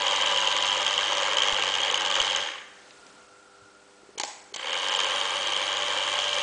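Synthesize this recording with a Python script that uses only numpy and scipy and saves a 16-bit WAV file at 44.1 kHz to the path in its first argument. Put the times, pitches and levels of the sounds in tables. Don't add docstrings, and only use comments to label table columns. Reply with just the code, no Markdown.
import sys
import numpy as np
from scipy import signal
from scipy.fft import rfft, irfft
from scipy.io import wavfile
from scipy.ndimage import minimum_filter1d

SR = 44100
rng = np.random.default_rng(int(sys.argv[2]) if len(sys.argv) > 2 else 0)


def to_wav(sig):
    pcm = np.clip(np.atleast_2d(sig), -1, 1) * 32767
    pcm = np.round(pcm).astype(np.int16)
    wavfile.write(sys.argv[1], SR, pcm.T)


def rack_gain(trim_db):
    fader = np.asarray(trim_db, float)
    return 10 ** (fader / 20)


N = 283122

FREE_SPEED = 98.0425
REVERSED_S = 3.5

# [t/s, peak level/dB]
BLOWS = [(0.0667, -15.5), (0.2593, -16.5), (0.3616, -14), (0.4733, -14.5), (0.625, -14.5), (0.8649, -12.5),
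         (0.9787, -12), (1.3703, -13.5), (1.4207, -11.5), (1.6237, -14.5), (1.7399, -16.5), (1.8033, -19.5),
         (1.8332, -13.5), (1.9001, -16), (1.943, -11), (1.9759, -18.5), (1.9959, -30.5), (2.0492, -20),
         (2.0996, -19.5), (2.1415, -17.5), (2.2014, -10), (2.3491, -14.5), (4.729, -21), (4.9221, -16.5),
         (4.9899, -18), (5.4589, -27.5), (5.5222, -18), (6.1553, -17.5), (6.1892, -17.5), (6.3299, -16)]


def rms_one(x):
    return x / np.sqrt(np.mean(x ** 2) + 1e-20)


def in_time(rows):
    s, *columns = np.transpose(rows)
    return [np.interp(np.arange(N) / SR, s, c) for c in columns]


def band(x, low_hz, high_hz, order=2):
    return signal.sosfilt(signal.butter(order, [low_hz, high_hz], "band", fs=SR, output="sos"), x)


def resonances(x, modes):
    out = 0
    for k, (hz, width_hz, db) in enumerate(modes):
        r = np.exp(-np.pi * width_hz / SR)
        a = [1, -2 * r * np.cos(2 * np.pi * hz / SR), r * r]
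        out = out + (-1) ** k * rack_gain(db) * signal.lfilter([(1 - r * r) / 2, 0, (r * r - 1) / 2], a, x)
    return out


def drift(rate_hz):
    r = np.exp(-2 * np.pi * rate_hz / SR)
    return rms_one(signal.lfilter([1], [1, -2 * r, r * r], rng.standard_normal(N + SR))[SR:])


def add(out, s, sound):
    i = round(s * SR)
    out[i:i + len(sound)] += sound[:N - i]


def speed_curve():
    # [t/s, speed/turns per s]
    lift_speed = [(0, 98.92), (1.2, 99.07), (1.55, 99.47), (1.65, 95.63), (1.8, 93.08), (1.95, 93.12),
                  (2.1, 97.63), (2.42, 94.45)]
    coast_loss = 370
    restart_s, rotor_s, arm_s, arm_shortfall = 4.55, .05936, .41024, 10.893
    t = np.arange(N) / SR
    coasting = np.maximum(t - lift_speed[-1][0], 0)
    lift = np.maximum(in_time(lift_speed)[0] - coast_loss * coasting, 0)
    since = np.maximum(t - restart_s, 0)
    lower = FREE_SPEED - arm_shortfall * np.exp(-since / arm_s)
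    lower -= (FREE_SPEED - arm_shortfall) * np.exp(-since / rotor_s)
    return np.where(t > REVERSED_S, lower, lift)


def shaft():
    lowering, speed = np.arange(N) > REVERSED_S * SR, speed_curve()
    lift_turns = .11 + np.cumsum(speed) / SR
    lower_turns = 285.874 + np.cumsum(speed * lowering) / SR
    return np.where(lowering, lower_turns, lift_turns), lowering


def drive_curves():
    # [t/s, rattle level/dB, share of rattle bunched once a turn/0-1]
    gear_load = [
        [(0, -27.5, 0.3), (1.1, -28.5, 0.37), (1.5, -29, 0.49), (2, -30.5, 0.46), (2.22, -28, 0.39),
         (2.38, -31, .5), (2.5, -37, .6), (2.62, -54.5, 1)],
        [(4.562, -42, .2), (4.605, -39, .25), (4.635, -36.5, .5), (4.68, -32.5, 0.36), (4.9, -29, 0.34),
         (5.3, -30.5, 0.36), (6.42, -29.5, 0.26)],
    ]
    lift, lower = gear_load
    rest = [(lift[-1][0] + 0.097, -90, lift[-1][2]), (lower[0][0] - .02, -90, lower[0][2])]
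    level_db, bunched = in_time(list(lift) + rest + list(lower))
    slow = 1 - speed_curve() / FREE_SPEED
    box_db, lid_db, shell_db = -3.5 - 3 * slow, -5.5 + 6.5 * slow, -9.5 - 13.5 * slow
    return level_db, box_db, lid_db, shell_db, bunched


def runout_db(turn):
    labours_s, laboured_share = 1.55, 0.35
    count = np.arange(turn[-1] + 1)
    laboured = (count > turn[round(labours_s * SR)]) & (count <= turn[round(REVERSED_S * SR) - 1])
    depth_db = 3 * np.where(laboured, laboured_share, 1)
    return depth_db * np.cos(2 * np.pi * (count - 1.5) / 5)


def rebounds_db(turn):
    slack_db, rebound_db, rebound_turns = -6, 4, 2.5
    blow_turn = turn[(np.array(BLOWS)[:, 0] * SR).astype(int) + 100]
    since = np.arange(turn[-1] + 1)[:, None] - blow_turn
    after = np.where(since > 0, rebound_db * np.exp(-np.maximum(since - 1, 0) / rebound_turns), 0)
    return after.max(axis=1) + slack_db * (since == -1).any(axis=1)


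def gears():
    # [f/Hz, width/Hz, level/dB]
    box_modes = [(341, 19.4, -11), (437.7, 38.7, -10), (516, 38, -1.5), (575, 25, 0), (805, 131, -0.5),
                 (902, 253, -1), (1183, 273, -3.5)]
    case_modes = [(2805, 296, -3.5), (3139, 310, 3), (3304, 275, 0.5), (3561, 266, -9), (3822, 156, -8.5),
                  (4480, 780, -17)]
    shell_modes = [(5000, 680, 4), (6320, 590, 8.5), (6840, 616, 8.5), (7820, 2170, -4.5),
                   (9610, 800, -13.5), (10400, 680, -36)]
    lid_modes = [(1601, 69, 3), (1775, 90, 1.5), (2030, 310, -3), (2178, 55, 5), (2366, 320, -2)]
    turns, _ = shaft()
    level_db, box_db, lid_db, shell_db, bunched = drive_curves()
    turn = np.floor(turns + 0.24).astype(int)
    since = turns + 0.23 - turn
    rise_or_fall = np.where(since < .25, .11, .2)
    burst = rms_one(np.exp(-((since - .25) / rise_or_fall) ** 2))

    strength_db = 1.3 * rng.standard_normal((turn[-1] + 1, 3))
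    strength_db += (runout_db(turn) + rebounds_db(turn))[:, None]
    strength_db[:, 1] = .8 * strength_db[:, 0] + .5 * strength_db[:, 1]

    bunched = np.clip(bunched, 0, 1)
    noise = rng.standard_normal((4, N))
    crisp = np.clip([bunched + .1, bunched + .25], 0, .95)
    sharp = noise[:2] * (crisp * burst * rack_gain(strength_db[turn, :2].T) + 1 - crisp)
    soft_level = 0.78 * bunched * burst * rack_gain(.5 * strength_db[turn, 2]) + 0.45
    soft = noise[2:] * soft_level * rack_gain(1.35 * drift(27.0))

    case = rms_one(band(resonances(sharp[0], case_modes), 2670, 5350))
    box = rack_gain(box_db) * rms_one(band(resonances(soft[0], box_modes), 321, 2250))
    lid = rack_gain(lid_db) * rms_one(band(resonances(soft[1], lid_modes), 1100, 3030))
    shell = rack_gain(shell_db) * rms_one(band(resonances(sharp[1], shell_modes), 4800, 10000))
    return rack_gain(level_db - 1.5) * (case + box + lid + shell)


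def tooth_blows():
    out, push = np.zeros(N), np.exp(-(np.arange(700) / 20.) ** 2)
    for (s, db), chance in zip(BLOWS, rng.uniform(-1.3, 1, (len(BLOWS), 3))):
        case = (3100 + 90 * chance[0], 320, db + 0.35)
        shell = (6500 + 250 * chance[1], 600, db - 11 - 3.5 * chance[2])
        for hz, width_hz, peak_db in (case, shell):
            mode = [(hz, width_hz, 0)]
            ring = resonances(resonances(push * rng.standard_normal(700), mode), mode)
            add(out, s - .0006, rack_gain(peak_db) * ring / np.abs(ring).max())
    return out


def whine():
    shaft_orders = [1, 2, 3, 6, 8, 9, 11, 12, 20, 21, 24, 27, 32, 39]
    # [lifting level/dB, lowering level/dB]
    order_levels = [(-62, -62), (-63, -68), (-63, -66), (-48, -43), (-51, -60), (-46, -60), (-50, -45),
                    (-47, -48), (-49, -55), (-49, -60), (-56, -44), (-50, -54), (-50, -44), (-56, -54)]
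    # [t/s, level/dB]
    mesh_tone = [(0, -37), (.78, -36), (.86, -44), (1.4, -45), (1.6, -56), (6.42, -56)]
    # [level speeding up/dB, level at full speed/dB]
    brush_levels = [(-69, -69), (-68, -61), (-69, -63), (-61, -69), (-61, -60), (-68, -66), (-64, -67),
                    (-63, -77), (-65, -82), (-72, -86)]
    turns, lowering = shaft()
    speed = speed_curve()
    powered, settled = np.clip((speed - 80) / 12, 0, 1), np.clip((speed - 95) / 2.5, 0, 1)
    wobble = rack_gain(np.array([1.0 * drift(4), 2.5 * drift(6), 2.5 * drift(9)]))
    strained_db = -6 * np.clip((98.5 - speed) / 2, 0, 1)
    out = rack_gain(in_time(mesh_tone)[0]) * np.sin(20 * np.pi * turns)
    for k, (order, (lift_db, lower_db)) in enumerate(zip(shaft_orders, order_levels)):
        lifting_db = lift_db + strained_db * (order > 3)
        lowering_db = lower_db - 8 * (1 - settled) * (order in (1, 6, 24))
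        level = wobble[k % 3] * rack_gain(np.where(lowering, lowering_db, lifting_db))
        out += level * np.sin(2 * np.pi * (order * turns + rng.random()))
    for k, (order, (early_db, late_db)) in enumerate(zip(range(80, 110, 3), brush_levels)):
        level = lowering * wobble[1 + k % 2] * rack_gain(early_db + settled * (late_db - early_db))
        out += wobble[k % 3] * level * np.sin(2 * np.pi * (order * turns + rng.random()))
    return np.sqrt(2) * powered * out


def room_levels():
    # [t/s, half length/s, rustle rise/dB, air rise/dB]
    moves = [
        (2.822, 0.21, 19.5, 2.5),
        (3.097, 0.19, 3, 3.5),
        (3.638, 0.19, 16, -1),
        (4.096, 0.048, 7.5, 0),
    ]
    t, motor_db = np.arange(N) / SR, drive_curves()[0]
    rustle_db, air_db = sum(np.exp(-((t - s) / half_s) ** 2) * np.array([[rustle], [air]])
                            for s, half_s, rustle, air in moves)
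    air_db = 20 * np.log10(rack_gain(-56.5 + air_db) + rack_gain(motor_db - 20))
    rumble_db = 20 * np.log10(rack_gain(-80.5) + rack_gain(motor_db - 47))
    whistle_db = -69 + 11.5 * np.interp(t, [2.55, 3, 3.6, 4.2], [0, 1, 1, 0])
    return air_db, whistle_db, rumble_db, -83 + rustle_db


def room_tone():
    # [f/Hz, level/dB per Hz]
    air_spectrum = [(25, -26), (70, -31.5), (120, -12), (200, -13), (300, -6), (450, -8.5), (700, -5.5),
                    (1300, -9), (2000, -12), (4000, -15.5), (7500, -16), (8200, -18.5), (9000, -23),
                    (10500, -22)]
    # [f/Hz, rms level/dB]
    hum_tones = [(100, -82), (199, -75), (301, -72), (399, -65), (500, -64.5), (602, -73), (801, -71),
                 (4500, -83), (7880, -78), (8129, -75.5)]
    air_db, whistle_db, rumble_db, rustle_db = room_levels()
    hz, white = np.fft.rfftfreq(N, 1 / SR) + 1, rng.standard_normal((4, N))
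    air_hz, colour_db = np.transpose(air_spectrum)
    colour = rack_gain(np.interp(np.log(hz), np.log(air_hz), colour_db))
    air = rms_one(irfft(colour * rfft(white[0]), N))
    whistle = rms_one(resonances(resonances(white[1], [(1380, 130, 0)]), [(1400, 130, 0)]))
    rumble = rms_one(band(white[2], 48, 70)) * rack_gain(rumble_db)
    rustle = rms_one(band(white[3], 2600, 6400, order=4)) * rack_gain(rustle_db + 2.0 * drift(25))
    t, hum = np.arange(N) / SR, 0
    for tone_hz, db in hum_tones:
        tone = np.sin(2 * np.pi * (tone_hz * t + rng.random()))
        hum = hum + rack_gain(db + drift(3)) * np.sqrt(2) * tone
    return rack_gain(air_db) * air + rack_gain(whistle_db) * whistle + rumble + rustle + hum


def touches():
    # [t/s, peak level/dB, f/Hz, t60/s]
    taps = [
        (4.033, -45, 380, 0.021),
        (4.09, -46, 393, 0.03),
        (4.109, -50, 392, 0.027),
        (4.154, -47, 404, 0.04),
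        (4.175, -36, 455, 0.026),
        (4.524, -43, 400, .03),
        (1.529, -36.5, 30, 0.029),
        (2.209, -39, 30, 0.029),
        (3.62, -62, 106.4, 0.13),
    ]
    # [t/s, peak level/dB, low f/Hz, high f/Hz]
    ticks = [
        (2.907, -30.5, 2200, 4600),
        (3.066, -38.5, 2000, 6900),
        (4.96, -12, 6900, 7800),
    ]
    out, t = np.zeros(N), np.arange(5000) / SR
    for s, db, hz, t60 in taps:
        shape = rack_gain(db - 60 * t / t60) * (1 - np.exp(-t / 0.0012))
        add(out, s, -2.5 * shape * np.cos(2 * np.pi * hz * t - .8))
    for s, db, low_hz, high_hz in ticks:
        noise = band(rng.standard_normal(900), low_hz, high_hz, order=3)
        add(out, s, rack_gain(db - 60 * t[:900] / 0.022) * noise)
    return out


def relay():
    # [f/Hz, width/Hz, level/dB]
    relay_modes = [(394, 380, -2.5), (826, 53, 7), (1010, 230, -2.5), (1576, 74, -1), (2180, 470, -3),
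                   (4470, 400, 0), (5700, 910, -1.5), (6930, 1400, -0.5), (7920, 780, -3.5),
                   (9730, 1000, -31)]
    # [t/s, peak level/dB]
    clacks = [
        (4.198, -14),
        (4.2345, -14.5),
        (4.248, -26),
        (4.5605, -20.5),
    ]
    # [t/s, peak level/dB, length/s]
    chatters = [
        (4.175, -32, .004),
        (4.179, -23.5, .012),
        (4.208, -21, .011),
        (4.539, -22, .013),
    ]
    out, t = np.zeros(N), np.arange(1300) / SR
    clack = np.exp(-t / .0038) * rack_gain(2.5 * (t < .0002))
    rows = [(s, db, -6, 200, clack) for s, db in clacks]
    for s, db, length in chatters:
        held = np.exp(-(t / length) ** 4) * np.minimum(t / 0.00083, 1)
        rows.append((s, db, 5, 1100, held))
    for s, db, spring_db, low_hz, shape in rows:
        noise = band(rng.standard_normal(len(t)) * shape, low_hz, 12000, order=1)
        click = resonances(noise, relay_modes) + resonances(noise, [(2970, 150, spring_db)])
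        add(out, s, rack_gain(db) * click / np.abs(click).max())
    return out


def brush_hiss():
    # [f/Hz, width/Hz, level/dB]
    hiss_modes = [(4550, 170, 0), (8900, 900, -11), (9300, 460, -13.5)]
    hiss, speed = rms_one(resonances(rng.standard_normal(N), hiss_modes)), speed_curve()
    pull_db = 4.0 * np.clip((FREE_SPEED - speed) / 4.0, 0, 1)
    level = rack_gain(-56 + pull_db + 1.4 * drift(15))
    return level * shaft()[1] * speed / FREE_SPEED * hiss


def classroom(x, onset_s):
    # [f/Hz, t60/s]
    echo_t60 = [(300, 0.37), (1500, 0.98), (4000, 0.36), (9000, 0.92)]
    t, tail = np.arange(SR) / SR, 0
    for low_hz in 140 * 2 ** np.arange(7.):
        t60 = np.interp(np.sqrt(2) * low_hz, *np.transpose(echo_t60))
        tail = tail + band(rng.standard_normal(SR), low_hz, 2 * low_hz) * rack_gain(-60 * t / t60)
    tail = tail * (1 - np.exp(-(t / onset_s) ** 2))
    return signal.fftconvolve(x, tail / np.sqrt(np.sum(tail ** 2)))[:N]


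def scene():
    motor = gears() + tooth_blows()
    contacts = relay()
    wet = classroom(rack_gain(-6.5) * (motor + contacts), onset_s=0.024)
    return (motor + whine() + contacts + wet + touches() + room_tone() + brush_hiss())[None]


def starved_bands(x, margin_db, chance_db, depth_db):
    spec = signal.stft(x, nperseg=256)[2]
    steps = spec.shape[1] // 3 * 3
    for low in range(16, 60, 4):
        power = np.abs(spec[low:low + 4, :steps].reshape(4, -1, 3)) ** 2
        level_db = 10 * np.log10(np.mean(power, axis=(0, 2)) + 1e-16)
        near_db = -minimum_filter1d(-level_db, size=3)
        easy_db = np.interp(low, [16, 30, 44, 52], [8., 0, 0, 3])
        deficit_db = near_db - level_db + chance_db * rng.standard_normal(len(level_db))
        dropped = deficit_db > margin_db + easy_db
        spec[low:low + 4, :steps] *= np.repeat(np.where(dropped, rack_gain(-depth_db), 1), 3)
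    return signal.istft(spec, nperseg=256)[1][:N]


def low_pass(x):
    return signal.sosfilt(signal.butter(12, 10040, fs=SR, output="sos"), x)


def record(dry):
    holed = starved_bands(dry[0], margin_db=5.6, chance_db=2.8, depth_db=30)[None]
    cut = signal.sosfilt(signal.ellip(10, .5, 45, 10050, fs=SR, output="sos"), holed)
    return low_pass(cut)


dry = scene()
out = record(dry)
to_wav(out)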